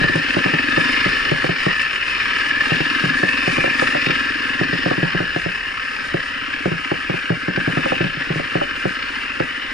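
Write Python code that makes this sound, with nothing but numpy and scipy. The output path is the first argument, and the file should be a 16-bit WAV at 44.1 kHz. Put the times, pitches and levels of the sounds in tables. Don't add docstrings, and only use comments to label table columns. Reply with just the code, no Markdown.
import sys
import numpy as np
from scipy import signal
from scipy.fft import rfft, irfft
from scipy.io import wavfile
from scipy.ndimage import uniform_filter1d

SR = 44100
rng = np.random.default_rng(int(sys.argv[2]) if len(sys.argv) > 2 else 0)


def dump_mix(stems):
    frames = np.atleast_2d(stems).T
    limited = np.clip(frames, -1, 1)
    pcm = np.round(limited * 32767).astype(np.int16)
    wavfile.write(sys.argv[1], SR, pcm)


N = 429093
T = np.arange(N) / SR
HZ = np.fft.rfftfreq(N, 1 / SR)

# time in seconds, firings per second, relative exhaust level in dB.
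ENGINE = [(0.0, 20.59, -21.5), (0.28, 19.29, -24.5), (0.55, 20.66, -19.5), (0.86, 24.9, -20.5),
          (1.1, 25.28, -28.0), (1.68, 20.07, -33.0), (1.96, 20.05, -47.5), (2.25, 19.62, -31.5),
          (2.82, 20.5, -23.0), (3.87, 22.37, -23.0), (4.4, 20.36, -26.0), (4.71, 20.94, -20.5),
          (5.49, 18.52, -41.5), (6.56, 16.15, -29.0), (7.25, 15.42, -32.0), (7.8, 17.4, -21.0),
          (8.07, 16.42, -29.5), (9.73, 14.27, -30.5)]
# time in seconds, relative clatter level in dB.
RIDE = [(0.0, -17.5), (0.24, -21.5), (0.95, -18), (1.54, -23), (1.7, -20), (1.98, -22.5), (2.41, -20),
        (4.2, -20.5), (4.31, -22.5), (5.01, -23), (5.66, -26), (7.07, -26.5), (7.15, -25), (7.34, -27.5),
        (7.86, -23), (8.21, -27), (8.62, -25.5), (9.73, -27)]
PORT_LAG = .00056
EASY_FIRINGS_PER_S, EASY_DB = 17, -23


def exhaust(level_db=-2, lead=0.00596, uneven_db=1, detune=0.022, rasp=0.1):
    # nominal frequency in Hz, relative level in dB, swell time in seconds.
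    pipe = [(143, -8.5, 0.0028), (277.5, 3, 0.0055), (253.2, -10.5, 0.015), (321, -12.5, 0.012),
            (501, -14.5, 0.011)]
    out = np.zeros((2, N))
    throttle_db = curve(ENGINE, axis=2)
    t = np.maximum(np.arange(4000) / SR - [[PORT_LAG], [0]], 0)
    for s, draws in zip(cycle_times(0), rng.standard_normal((300, len(pipe), 2))):
        puff = 0
        for (hz, db, rise), (size, off) in zip(pipe, draws):
            tone = np.sin(2 * np.pi * hz * (1 + detune * off) * t)
            puff = puff + amp(db + uneven_db * size) * swell(t, rise) * tone
        add(out, s - lead, amp(level_db + throttle_db[int(s * SR)]) * puff)
    turbulence = 1 + rasp * drift(260)
    return out * turbulence * amp([[1], [-1]])


def clatter(level_db=-0.02, whirr_db=-3, throb_db=1.0, throb_share=0.68, rise=0.0037, uneven_db=2.0,
            slop=0.0034, clack_db=-1, clack_rise=0.0019, cruise_db=-27):
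    # share of the cycle after the exhaust puff, relative level in dB,
    # dB more per dB of throttle.
    impacts = [(.17, -3, -0.5), (.5, -9, -0.5), (.63, -3, -0.22), (0.718, -3, 0.44), (.83, -5.5, -0.58)]
    # frequency in Hz, relative level in dB.
    casing = [(90, -22), (200, -24.5), (450, -16.5), (700, -23.5), (900, -18.5), (1060, -11.5), (1600, -11),
              (2150, -11), (2600, -10), (3000, -8.5), (3330, -22.5), (5400, -27), (6100, -40), (12000, -57)]
    # frequency in Hz, width in Hz, lift in dB.
    covers = [(550, 80, 4), (1295, 110, 4), (1560, 90, 2), (2060, 90, 2), (3600, 250, 3.5), (4400, 220, 4),
              (5100, 400, 6)]
    t = np.arange(3000) / SR
    cycles = np.cumsum(curve(ENGINE, axis=1)) / SR
    throb = np.cos(2 * np.pi * (cycles - throb_share))
    power = amp(whirr_db + throb_db * throb) ** 2
    load_db = curve(ENGINE, axis=2) - cruise_db
    for share, db, by_load in impacts:
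        for s, (size, late) in zip(cycle_times(share), 2 * rng.random((300, 2)) - 1):
            impact_db = db + by_load * load_db[int(s * SR)] + uneven_db * size
            add(power, s + slop * late, amp(impact_db) ** 2 * swell(t, rise))
    power *= amp(curve(RIDE, axis=1) + level_db) ** 2 / uniform_filter1d(power, size=6000)
    for s, db in clacks():
        add(power, s, amp(db + clack_db) ** 2 * swell(t, clack_rise))
    colour_db = spectrum(casing) + sum(db * bump(HZ - hz, width) for hz, width, db in covers)
    noise = np.sqrt(power) * rng.standard_normal((2, N))
    return np.sqrt(power.mean()) * waver(at_ports(noise, colour_db))


def clacks(loose_per_s=2.5, loose_db=-24, loose_spread_db=3.5):
    # time in seconds, relative level in dB.
    timed = [(0.305, -17), (1.795, -16), (2.608, -16), (3.286, -15), (3.328, -21), (3.374, -16.5),
             (3.794, -12.5), (3.871, -13.5), (4.061, -18), (4.106, -16), (6.201, -20.5), (6.537, -21.5),
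             (7.56, -14), (7.896, -24), (8.039, -20), (8.709, -21), (9.024, -24), (9.259, -26),
             (9.397, -19.5)]
    wait, size = rng.random((80, 2)).T
    times = np.cumsum(-np.log(1 - wait)) / loose_per_s
    levels_db = loose_db + loose_spread_db * (2 * size - 1)
    return timed + [(s, db) for s, db in zip(times, levels_db) if s < T[-1]]


def waver(pair, wander_hz=1.73, narrowing_per_db=0.1, treble_hz=5000, treble_width_hz=1600,
          treble_db_per_firing=0.32, patchy_db=2.0, size=1024):
    # centre in Hz, wander in Hz,
    # nominal width in Hz, nominal lift in dB, nominal lift wander in dB.
    rings = [(1728, 35, 288, 12, 0.5), (2520, 82, 450, 4, 1.16)]
    hz, s, z = signal.stft(pair, SR, nperseg=size)
    patches = uniform_filter1d(rng.standard_normal(z.shape[1:]), size=3, axis=0)
    patches = uniform_filter1d(patches, size=14, axis=1)
    revs = np.interp(s, T, curve(ENGINE, axis=1)) - EASY_FIRINGS_PER_S
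    loudness_db = np.interp(s, T, curve(RIDE, axis=1)) - EASY_DB
    breadth = np.exp(-narrowing_per_db * loudness_db)
    treble = bump(hz[:, None] - treble_hz, treble_width_hz)
    lift_db = patchy_db * evened(patches) + treble_db_per_firing * revs * treble
    for ring_hz, off_hz, width_hz, db, off_db in rings:
        shift, lift = (np.interp(s, T, drift(wander_hz)) for _ in range(2))
        ring = bump(hz[:, None] - ring_hz - off_hz * shift, width_hz * breadth)
        lift_db = lift_db + (db + off_db * lift) / np.sqrt(breadth) * ring
    gain = amp(lift_db)
    usual_power = (abs(z[0]) ** 2).mean(1)
    gain /= np.sqrt(np.average(gain ** 2, axis=0, weights=usual_power))
    return signal.istft(z * gain, SR, nperseg=size)[1][:, :N]


def cycle_times(share):
    cycles = np.cumsum(curve(ENGINE, axis=1)) / SR
    return np.interp(np.arange(int(cycles[-1] - share) + 1) + share, cycles, T)


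def tyres(level_db=-45.5, follow=0.87, uneven_db=1.64, uneven_hz=9, spray_db=4, grains_per_s=700,
          grain_db=-6, spread_db=3, stone_db=-6, stone_rise=0.0018):
    # frequency in Hz, relative level in dB.
    gravel = [(300, 13), (1500, 7.5), (5000, 7.5), (7200, 5), (7950, 0.5), (8600, 3.5), (9500, 2),
              (10800, -2), (11500, -47), (15500, -19)]
    # time of the height in seconds, length in seconds, relative level in dB.
    sprays = [(0.96, 0.23, -50), (3.3, 0.44, -47.5), (3.535, 0.06, -40.5), (3.853, 0.16, -42.5),
              (7.87, .12, -52)]
    # time in seconds, relative level in dB.
    stones = [(0.1555, -30), (1.3084, -34), (1.817, -28), (8.8792, -37)]
    sizes = amp(spread_db * np.minimum(rng.exponential(1, N), 5))
    grains = sizes * (rng.random(N) < grains_per_s / SR) * rng.choice([-1, 1], (2, N))
    drive = rng.standard_normal((2, N)) + amp(grain_db) * evened(grains)
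    rolling = amp(level_db + follow * (curve(RIDE, axis=1) - EASY_DB))
    spray = sum(amp(db + spray_db) ** 2 * bump(T - s, length) for s, length, db in sprays)
    level = np.sqrt(rolling ** 2 + spray) * amp(uneven_db * drift(uneven_hz))
    for s, db in stones:
        add(level, s, amp(db + stone_db) * swell(np.arange(1000) / SR, stone_rise))
    return level * at_ports(drive, spectrum(gravel))


def knocks(level_db=-9.0, detune=0.1, hard_share=0.82, usual_db=-4, sweep=0.00171, low_cut_hz=112,
           rattle_db=-14, rattle_rise=0.016, rattle_hz=620, snap_db=-2.5, phase_spread=0.41,
           damping_spread=0.25, longer_per_db=0.05):
    # nominal frequency in Hz, relative level in dB,
    # nominal time to fall by 60 dB in seconds.
    modes = [(141.7, -11, 0.11), (173.2, -1, 0.093), (325, 5, 0.034), (377.5, 5, 0.021), (543.6, 2, 0.055),
             (770, -2.5, 0.06), (890, -35, 0.041)]
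    out = np.zeros((2, N))
    before, blow = .008, .00035
    t = np.arange(6000) / SR - before
    low_cut = signal.butter(4, low_cut_hz, "highpass", fs=SR, output="sos")
    muffle = signal.butter(4, rattle_hz, fs=SR, output="sos")
    for s, peak_db, hard_db in jolts():
        bright_db = hard_share * (hard_db - usual_db) / 2
        rattle = evened(signal.sosfilt(muffle, rng.standard_normal((2, len(t)))))
        ring = amp(rattle_db) * rattle * swell(np.maximum(t, 0), rattle_rise)
        ring += amp(snap_db + bright_db) * snap(t)
        for (hz, db, t60), (off, turn, grip) in zip(modes, 2 * rng.random((len(modes), 3)) - 1):
            age = t + sweep * (hz / rattle_hz) ** 2 / 2
            tilt_db = bright_db * np.log2(min(hz, rattle_hz) / 330)
            damping = np.exp(damping_spread * grip - longer_per_db * max(tilt_db, 0))
            decay_db = 60 * np.maximum(age, 0) / t60 * damping
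            onset = (1 + np.tanh(age / blow)) / 2
            apart = phase_spread * turn * np.array([[1], [-1]])
            tone = np.cos(2 * np.pi * hz * (1 + detune * off) * age - .9 + apart)
            ring += onset * amp(db + tilt_db - decay_db) * tone
        heard_pair = signal.sosfilt(low_cut, ring)
        for port, heard, delay in zip(out, heard_pair, (PORT_LAG / 2, -PORT_LAG / 2)):
            add(port, s - before + delay - .0005, amp(peak_db + level_db) * heard)
    return out


def jolts(rebound_s=.017, spread_s=0.0041, rebound_db=-16.5, spread_db=5.5, rebound_hard_db=-12.5):
    # time in seconds, relative level in dB,
    # hardness in dB (upper modes against the lowest).
    first = [(0.015, -9, -13), (0.043, -8.5, -13), (0.098, -14, -1), (0.156, -7.5, -12), (0.369, -4.5, -3),
             (0.461, -7, -10), (0.538, -8.5, -13), (0.779, -5, 0), (1.062, -8, -11), (1.318, -5.5, -12),
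             (1.445, -8.5, 2), (1.494, -7, -16), (1.667, -4, -9.5), (2.72, -6, -14), (2.806, -10, -11),
             (3.04, -9, -20), (3.058, -13.5, -26), (3.234, -6.5, -5), (3.479, -7, -8), (3.584, -8, 0),
             (3.643, -10.5, 15.5), (3.678, -14.5, 6), (3.824, -9.5, 13), (3.952, -11, 16), (4.07, -10, -16),
             (4.099, -12, -7), (4.614, -6.5, -15), (4.732, -9.5, -13), (4.862, -5.5, -5), (4.914, -6.5, 1),
             (4.981, -10.5, -15), (5.031, -6, -17), (5.15, -9.5, -15), (5.205, -8, -8), (5.364, -9, -5),
             (5.463, -10, -13), (6.145, -6, -9), (6.659, -5.5, -10), (6.718, -10.5, -18), (6.918, -6.5, 1),
             (7.099, -7.5, -10), (7.142, -12, -9), (7.305, -4, -15), (7.484, -8.5, -14), (7.577, -8, -15),
             (7.678, -7, -15), (7.773, -6.5, -14), (7.861, -11, 15), (7.923, -9, 14), (8.008, -7, -14),
             (8.045, -11, -21), (8.172, -20.5, -23), (8.305, -10, -21), (8.36, -12.5, -19), (8.399, -13, 3),
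             (8.556, -5, -4), (8.617, -13.5, 25), (8.856, -6, -9), (9.405, -6, 0)]
    rebounds = []
    for (s, db, hard_db), (late, size) in zip(first, 2 * rng.random((len(first), 2)) - 1):
        again = s + rebound_s + spread_s * late
        rebounds.append((again, db + rebound_db + spread_db * size, hard_db + rebound_hard_db))
    return first + rebounds


def snap(t, top_hz=1850, fall=0.00685, lead=0.005484):
    age = np.maximum(t + lead, 0)
    turns = top_hz * fall * (1 - np.exp(-age / fall))
    return swell(age, fall / np.e) * np.sin(2 * np.pi * turns)


def wind(breeze_db=-46.0, swell_db=-0.4, swell_hz=3):
    # frequency in Hz, relative level in dB.
    rumble = [(8, -32), (22, 8), (50, 0), (100, -4.5), (200, -10), (500, -10.5), (2000, -69)]
    # time of the height in seconds, length in seconds, dB over the breeze.
    gusts = [(0.05, 0.2, 13), (1.155, 0.77, 7.5), (3.6, 0.18, 8), (5.15, 0.64, 7.5), (8.0, 0.25, 5),
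             (8.65, 0.23, 2), (9.4, 0.09, 0)]
    lumps = evened(amp(2 * drift(12)))
    apart = .62
    colour = amp(spectrum(rumble))
    shared, own = (evened(irfft(rfft(noise) * colour, N)) for noise in rng.standard_normal((2, N)))
    gust_db = sum(db * bump(T - s, length) for s, length, db in gusts)
    level_db = breeze_db + swell_db * drift(swell_hz) + gust_db
    return amp(level_db) * lumps * np.array([shared + apart * own, shared - apart * own])


def at_ports(drive, colour_db):
    # frequency in Hz, likeness from 0 to 1,
    # radians by which left leads, left minus right in dB.
    ports = [(160, 0.96, 0.0, 0.5), (550, 0.77, -2.1, -1.0), (1100, 0.88, -1.6, 1.7),
             (1400, 0.89, -1.2, -0.3), (1750, 0.97, -0.7, 2.5), (2150, 0.68, 0.3, 0.3),
             (2600, 0.92, 1.2, 4.4), (3100, 0.83, 1.4, 3.0), (4000, 0.34, -0.5, 6.6),
             (5100, 0.76, -0.3, -0.4), (7000, 0.44, -0.3, 0.4), (10000, 0.29, -0.3, 0.7)]
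    a, b = rfft(drive, axis=1) * amp(colour_db)
    same = np.clip(spectrum(ports, axis=1), 0, 1)
    right = (same * a + np.sqrt(1 - same ** 2) * b) * np.exp(-1j * spectrum(ports, axis=2))
    lean = amp(spectrum(ports, axis=3) / 2)
    pair = irfft(np.array([a * lean, right / lean]), N, axis=1)
    return pair / np.sqrt(np.mean(pair.mean(0) ** 2))


def drift(hz):
    return evened(irfft(rfft(rng.standard_normal(N)) / (1 + (HZ / hz) ** 4), N))


def swell(t, rise):
    return t / rise * np.exp(1 - t / rise)


def bump(offset, width):
    return np.exp(-np.log(16) * (offset / width) ** 2)


def amp(db):
    return 10 ** (np.asarray(db) / 20)


def evened(x):
    return x / np.sqrt(np.mean(x ** 2) + 1e-20)


def curve(table, axis):
    rows = np.array(table)
    return np.interp(T, rows[:, 0], rows[:, axis])


def spectrum(table, axis=1):
    rows = np.array(table)
    return np.interp(np.log(HZ + 1), np.log(rows[:, 0] + 1), rows[:, axis])


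def add(mix, s, sound):
    at = int(round(s * SR))
    sound = sound[..., max(-at, 0):]
    part = mix[..., max(at, 0):][..., :sound.shape[-1]]
    part += sound[..., :part.shape[-1]]


def scene():
    return exhaust() + clatter() + tyres() + knocks() + wind()


def record(dry):
    edge_hz = 15700
    low_pass = signal.firwin(511, edge_hz, window=("kaiser", 9), fs=SR)
    return signal.oaconvolve(np.clip(dry, -1, 1), low_pass[None], "same")


dry = scene()
out = record(dry)
dump_mix(out)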